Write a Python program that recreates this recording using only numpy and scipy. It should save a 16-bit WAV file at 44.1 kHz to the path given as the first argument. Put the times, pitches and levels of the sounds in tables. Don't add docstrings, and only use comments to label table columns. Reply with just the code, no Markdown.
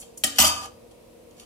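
import sys
import numpy as np
from scipy import signal
from scipy.fft import rfft, irfft
from scipy.io import wavfile

SR = 44100
rng = np.random.default_rng(int(sys.argv[2]) if len(sys.argv) > 2 else 0)


def volts_from_decibels(level):
    exponent = np.asarray(level, float) / 20
    return 10 ** exponent


def transcribe(u):
    v = np.clip(np.atleast_2d(u).T, -1, 1)
    q = np.round(v * 32767).astype(np.int16)
    wavfile.write(sys.argv[1], SR, q)


N = 63945


def rms_one(x):
    return x / np.sqrt(np.mean(np.abs(x) ** 2) + 1e-20)


def at_hz(points, hz):
    points = np.array(points)
    return np.interp(np.log(hz), np.log(points[:, 0]), points[:, 1])


def filtered(x, order, hz, kind):
    return signal.sosfilt(signal.butter(order, hz, kind, fs=SR, output="sos"), x)


# (frequency [Hz], likeness [0-1])
LIKENESS = [(60, 1), (250, .6), (500, 0.56), (2000, 0.045), (12000, 0.029)]


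def coloured(spectrum):
    hz = np.maximum(np.arange(N // 2 + 1) * SR / N, 5)
    mid, side = rfft(rng.standard_normal((2, N)), axis=1) * volts_from_decibels(at_hz(spectrum, hz))
    alike = np.clip(at_hz(LIKENESS, hz), -1, 1)
    ears = np.sqrt(1 + alike) * mid + np.sqrt(1 - alike) * side * [[1], [-1]]
    return rms_one(irfft(ears, N, axis=1))


# (frequency [Hz], density [dB per Hz])
AIR = [(18, -40), (30, -3), (160, -6.5), (241, -9.5), (335, -3.5), (368, -20), (481, 3.5), (529, -1.5),
       (1300, -33.5), (1690, -44.5), (2860, -120)]
# (frequency [Hz], density [dB per Hz])
HISS = [(590, -31), (1000, -2.5), (1540, -12.5), (2650, -6.5), (2870, -10), (7100, -14.5), (9490, -11.5),
        (16000, -19)]
# (multiple of the motor pitch [1], level [dB])
MOTOR = [(1, -69.5), (4, -70), (5, -62), (10, -69), (15, -69.5), (20, -70.5)]
# (frequency [Hz], width [Hz], level [dB])
DUCT = [(480, 25, -55), (346, 20, -62.5), (610, 30, -66.5), (435, 15, -67)]
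AIR_DB, HISS_DB, MOTOR_HZ = -54, -60, 46.9


def fan():
    t = np.arange(N) / SR
    out = volts_from_decibels(AIR_DB) * coloured([*AIR, (1500, -53.5)])
    out += volts_from_decibels(HISS_DB) * coloured([(700, -52.5), *HISS])
    for k, db in MOTOR:
        ear_shift = min(k / 8, 1.5) * np.array([[0], [1]])
        phase = rng.uniform(0, 2 * np.pi) + ear_shift
        out += np.sqrt(2) * volts_from_decibels(db) * np.sin(2 * np.pi * round(k) * MOTOR_HZ * t + phase)
    for hz, width_hz, db in DUCT:
        pole = np.exp(np.pi * (2j * hz - width_hz) / SR)
        breath = rng.standard_normal((2, N + 4000))
        singing = signal.lfilter([1], [1, -pole], breath)[:, 4000:].imag
        out += volts_from_decibels(db) * rms_one(singing)
    return out


# (start [s], length [s], level [dB], brightness [dB per octave], place [0 bowl - 1 rim])
CONTACTS = [(.0, 0.015, -42, 7, 1), (.018, 0.015, -46, -0.5, 0.37), (.1735, 0.0083, -36, 7, 0.54),
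            (.237, 0.0012, -18, 2, 0.076), (0.2403, 0.004, -15, 1.2, 0.15), (0.352, 0.061, -36.5, -0.16, 1),
            (0.385, 0.0042, -11, -1, 0.81), (0.389, .012, -22, 1, .9), (0.4, 0.03, -16, 1.73, 0.8),
            (0.439, 0.016, -18, -0.64, 0.76), (0.45, 0.03, -23.5, 3.6, .9), (0.535, 0.055, -36, -5, 0.83),
            (0.605, .055, -36.5, -3.0, 0.57), (0.911, .008, -50.5, -3.5, 0.21),
            (1.307, .004, -50, -4.8, .2), (1.366, 0.026, -53.5, -1.5, .4), (1.396, 0.0037, -44, 0.5, .2),
            (1.401, 0.033, -48, -3, 0.73)]
COLLISIONS_PER_S, SIZE_SPREAD_DB, RISE_S, FALL_S = 2500, 4.5, 0.00097, 0.0019
SWELL = 0.17


def flurries():
    t = np.arange(N) / SR
    struck = rng.random(N) < COLLISIONS_PER_S / SR
    sizes = volts_from_decibels(SIZE_SPREAD_DB * np.minimum(rng.exponential(1, N), 3))
    hits = struck * sizes * rng.choice([-1, 1], N)
    hits = rms_one(hits + 0.23 * rng.standard_normal(N))
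    rows = []
    for start, length, db, _, _ in CONTACTS:
        rise_s = RISE_S + SWELL * max(length - .02, 0)
        rise = np.clip((t - start + RISE_S) / rise_s, 0, 1) ** 2
        fall = np.exp(-np.maximum(t - start - length, 0) / FALL_S)
        rows.append(volts_from_decibels(db) * rise * fall)
    return np.array(rows) * hits


WOBBLE_HZ, FLUTTER = 18, .55


def rocking():
    steps = rng.standard_normal((2, N // 100 + 2))
    phase = np.cumsum(steps[0]) * np.sqrt(200 * np.pi * WOBBLE_HZ / SR)
    knots = np.arange(len(phase))
    turn = np.interp(np.arange(N) / 100, knots, phase)
    level = np.interp(np.arange(N) / 300, knots, steps[1])
    return np.exp(1j * turn + FLUTTER * level)


PLACE_SPREAD_DB, EAR_SPREAD_DB, EAR_TURN = 3.5, 9, 2.4


def ringing(flurry, modes, weight, spread=0.96, loose=False, tilted=1):
    tilt = tilted * np.array(CONTACTS)[:, 3]
    out = np.zeros((2, N))
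    chance = rng.standard_normal((len(CONTACTS), len(modes)))
    ears = rng.uniform(-0.7, 1, (len(modes), 2))
    for k, (hz, db, t60) in enumerate(modes):
        strength_db = db + tilt * np.log2(hz / 4000) + spread * PLACE_SPREAD_DB * chance[:, k]
        drive = (weight * volts_from_decibels(strength_db)) @ flurry
        pole = volts_from_decibels(-60 / (t60 * SR)) * np.exp(2j * np.pi * hz / SR)
        ring = signal.lfilter([.1], [1, -pole], drive + 1e-18)
        if loose:
            ring = ring * rocking()
        apart = EAR_SPREAD_DB / 8.7 * ears[k, 0] + 1j * EAR_TURN * ears[k, 1]
        apart = np.clip(hz / 500 - .3, 0, 1) * apart / 2
        out += np.imag(ring * np.exp([[apart], [-apart]]))
    return out


# (frequency [Hz], level [dB])
SHELL = [(240, -55), (400, -44.5), (636, -3.5), (1530, -18), (3070, -11.5), (3690, -15.5), (4950, -5.5),
         (10700, -12), (16000, -18)]
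# (frequency [Hz], t60 [s])
SHELL_T60 = [(500, 0.24), (2000, 0.6), (6000, 0.23), (15000, .15)]


def shell_modes():
    hz = np.sort(16000 * rng.uniform(.14, 1, 150) ** 1.3)
    t60 = at_hz(SHELL_T60, hz) * rng.uniform(0.38, 1.0, 150)
    return np.transpose([hz, at_hz(SHELL, hz) - 14, t60])


SCATTER_S, CRACK_TOP_HZ = 0.0024, 11200


def scattered(x):
    paths = rng.standard_normal((2, 400)) * np.exp(-np.arange(400) / (SCATTER_S * SR))
    paths = paths / np.sqrt(np.sum(paths ** 2, axis=1, keepdims=True))
    return signal.fftconvolve(x[None], paths, axes=1)[:, :N]


def cracks(flurry):
    total = np.zeros(N)
    for row, tilt in zip(flurry, np.array(CONTACTS)[:, 3]):
        low_hz = np.clip(1800 * 2 ** (tilt / 4), 300, 7000)
        total += volts_from_decibels(tilt) * filtered(row, 3, [low_hz, CRACK_TOP_HZ], "band")
    return scattered(total)


# (frequency [Hz], width [Hz], share added [1])
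DISH = [(3140, 360, 0.7), (3926, 160, -0.53), (1215, 150, -0.047), (1570, 690, -0.22), (518.7, 116, 0.06)]


def dish(x):
    for hz, width_hz, share in DISH:
        x = x + share * signal.lfilter(*signal.iirpeak(hz, hz / width_hz, fs=SR), x)
    return x


# (frequency [Hz], level [dB], t60 [s])
BLADE = [(760, 7, .07), (1895, -1, 0.07), (3117, 5, 0.043), (4316, 2, .07), (5486, -12, 0.064),
         (6713, -2, .1), (7014, -13, 0.097), (7472, -8, 0.12), (7900, 0.5, .02), (9480, -4, .12),
         (12240, -17, 0.13), (12080, -14, .1), (14400, -18, .18)]
# (frequency [Hz], level [dB], t60 [s])
RIM = [(1211, -2.5, 0.32), (3047, 0, 0.045), (3137, -3.5, 0.052), (4790, 0.5, .2), (5424, -8, 0.12),
       (6120, -12, .25), (7009, -18, .2), (8023, -4.5, .2), (9254, -8, .2), (10745, -7.5, 0.11),
       (11680, -13, .16), (13230, -9.5, .2), (14140, -12.5, .19), (14620, -21, .2)]
# (frequency [Hz], level [dB], t60 [s])
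BOWL = [(632, -5, 0.22), (725, -11, .2), (796, -9.5, .1), (962, -8.5, 0.37), (1225, 3.0, 0.11),
        (1835, -17, .15), (2323, -18, .3)]
BLADE_DB, RIM_DB, BOWL_DB, SHELL_DB, CRACK_DB = -10.5, -12, -18.5, -10.5, 1.5
RING_PER_DB, METAL_LOW_HZ = 0.43, 540


def metal(flurry):
    _, _, db, _, place = np.transpose(CONTACTS)
    place = np.clip(place, 0, 1)
    firm = volts_from_decibels(RING_PER_DB * (db + 18.5))
    shell = shell_modes()
    sound = volts_from_decibels(BLADE_DB) * ringing(flurry, BLADE, firm * (1 - place), spread=.3, loose=True)
    sound += volts_from_decibels(RIM_DB) * ringing(flurry, RIM, firm * place, spread=.5, loose=True)
    sound += volts_from_decibels(BOWL_DB) * ringing(flurry, BOWL, firm * (0.047 + place), spread=.5, loose=True)
    sound += volts_from_decibels(SHELL_DB) * ringing(flurry, shell, firm, spread=0.33)
    sound += volts_from_decibels(CRACK_DB) * cracks(flurry)
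    return filtered(dish(sound), 6, METAL_LOW_HZ, "high")


# (frequency [Hz], t60 [s])
KITCHEN_T60 = [(500, 0.63), (2000, 0.37), (6000, .4), (15000, 0.18)]
KITCHEN_DB, FIRST_ECHO_S = -9, 0.0044


def kitchen(x):
    t = np.arange(SR // 2) / SR
    echo = np.zeros((2, len(t)))
    edges = 16000 / 2 ** np.arange(6, -1, -1.)
    arrival = np.clip(t / FIRST_ECHO_S - 1, 0, 1)
    for low, high in zip(edges, edges[1:]):
        band = filtered(rng.standard_normal((2, len(t))), 2, [low, high], "band")
        echo += band * volts_from_decibels(-60 * t / at_hz(KITCHEN_T60, np.sqrt(low * high))) * arrival
    echo = echo / np.sqrt(np.sum(echo ** 2) / 2)
    return signal.fftconvolve(x, echo, axes=1)[:, :N]


# (frequency [Hz], level [dB], t60 [s])
STOVE = [(80.7, -19, 0.65), (96, -20, 0.16), (109.26, -16.5, 1.1), (190, -11, .2), (226, -3.5, 0.15),
         (279.8, -7.5, 0.73), (315, -4.5, 0.22)]
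STOVE_DB, STOVE_LATE_S, WEIGHT_HZ = -25, 0.0085, 348


def stove(flurry):
    push = flurry + 0.73 * np.abs(flurry)
    push = np.pad(push, ((0, 0), (int(STOVE_LATE_S * SR), 0)))[:, :N]
    weight = 0.66 + 0.26 * np.array(CONTACTS)[:, 4]
    low = ringing(push, STOVE, weight, spread=0.27, tilted=0)
    return volts_from_decibels(STOVE_DB) * filtered(low, 3, [72, WEIGHT_HZ], "band")


SETTLE_S, SETTLE_LEN_S, SETTLE_DB, RECOVER_S = 0.667, 0.041, -6.5, 0.87


def settling():
    times = [SETTLE_S, SETTLE_S + SETTLE_LEN_S, RECOVER_S, RECOVER_S + .03]
    return volts_from_decibels(np.interp(np.arange(N) / SR, times, [0, SETTLE_DB, SETTLE_DB, 0]))


def scene():
    flurry = flurries()
    near = metal(flurry)
    ring = near + volts_from_decibels(KITCHEN_DB) * kitchen(near)
    return settling() * ring + stove(flurry) + fan()


def top_cut(x):
    return signal.sosfilt(signal.butter(12, 16660, fs=SR, output="sos"), x)


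LOW_CUT_HZ, CUTOFF_HZ = 41, 16900


def record(dry):
    rounded = 1.074 * np.tanh(dry / 1.117)
    heard = filtered(rounded, 3, LOW_CUT_HZ, "high")
    mix = signal.sosfilt(signal.cheby2(10, 60, CUTOFF_HZ, fs=SR, output="sos"), heard)
    return top_cut(mix)


dry = scene()
out = record(dry)
transcribe(out)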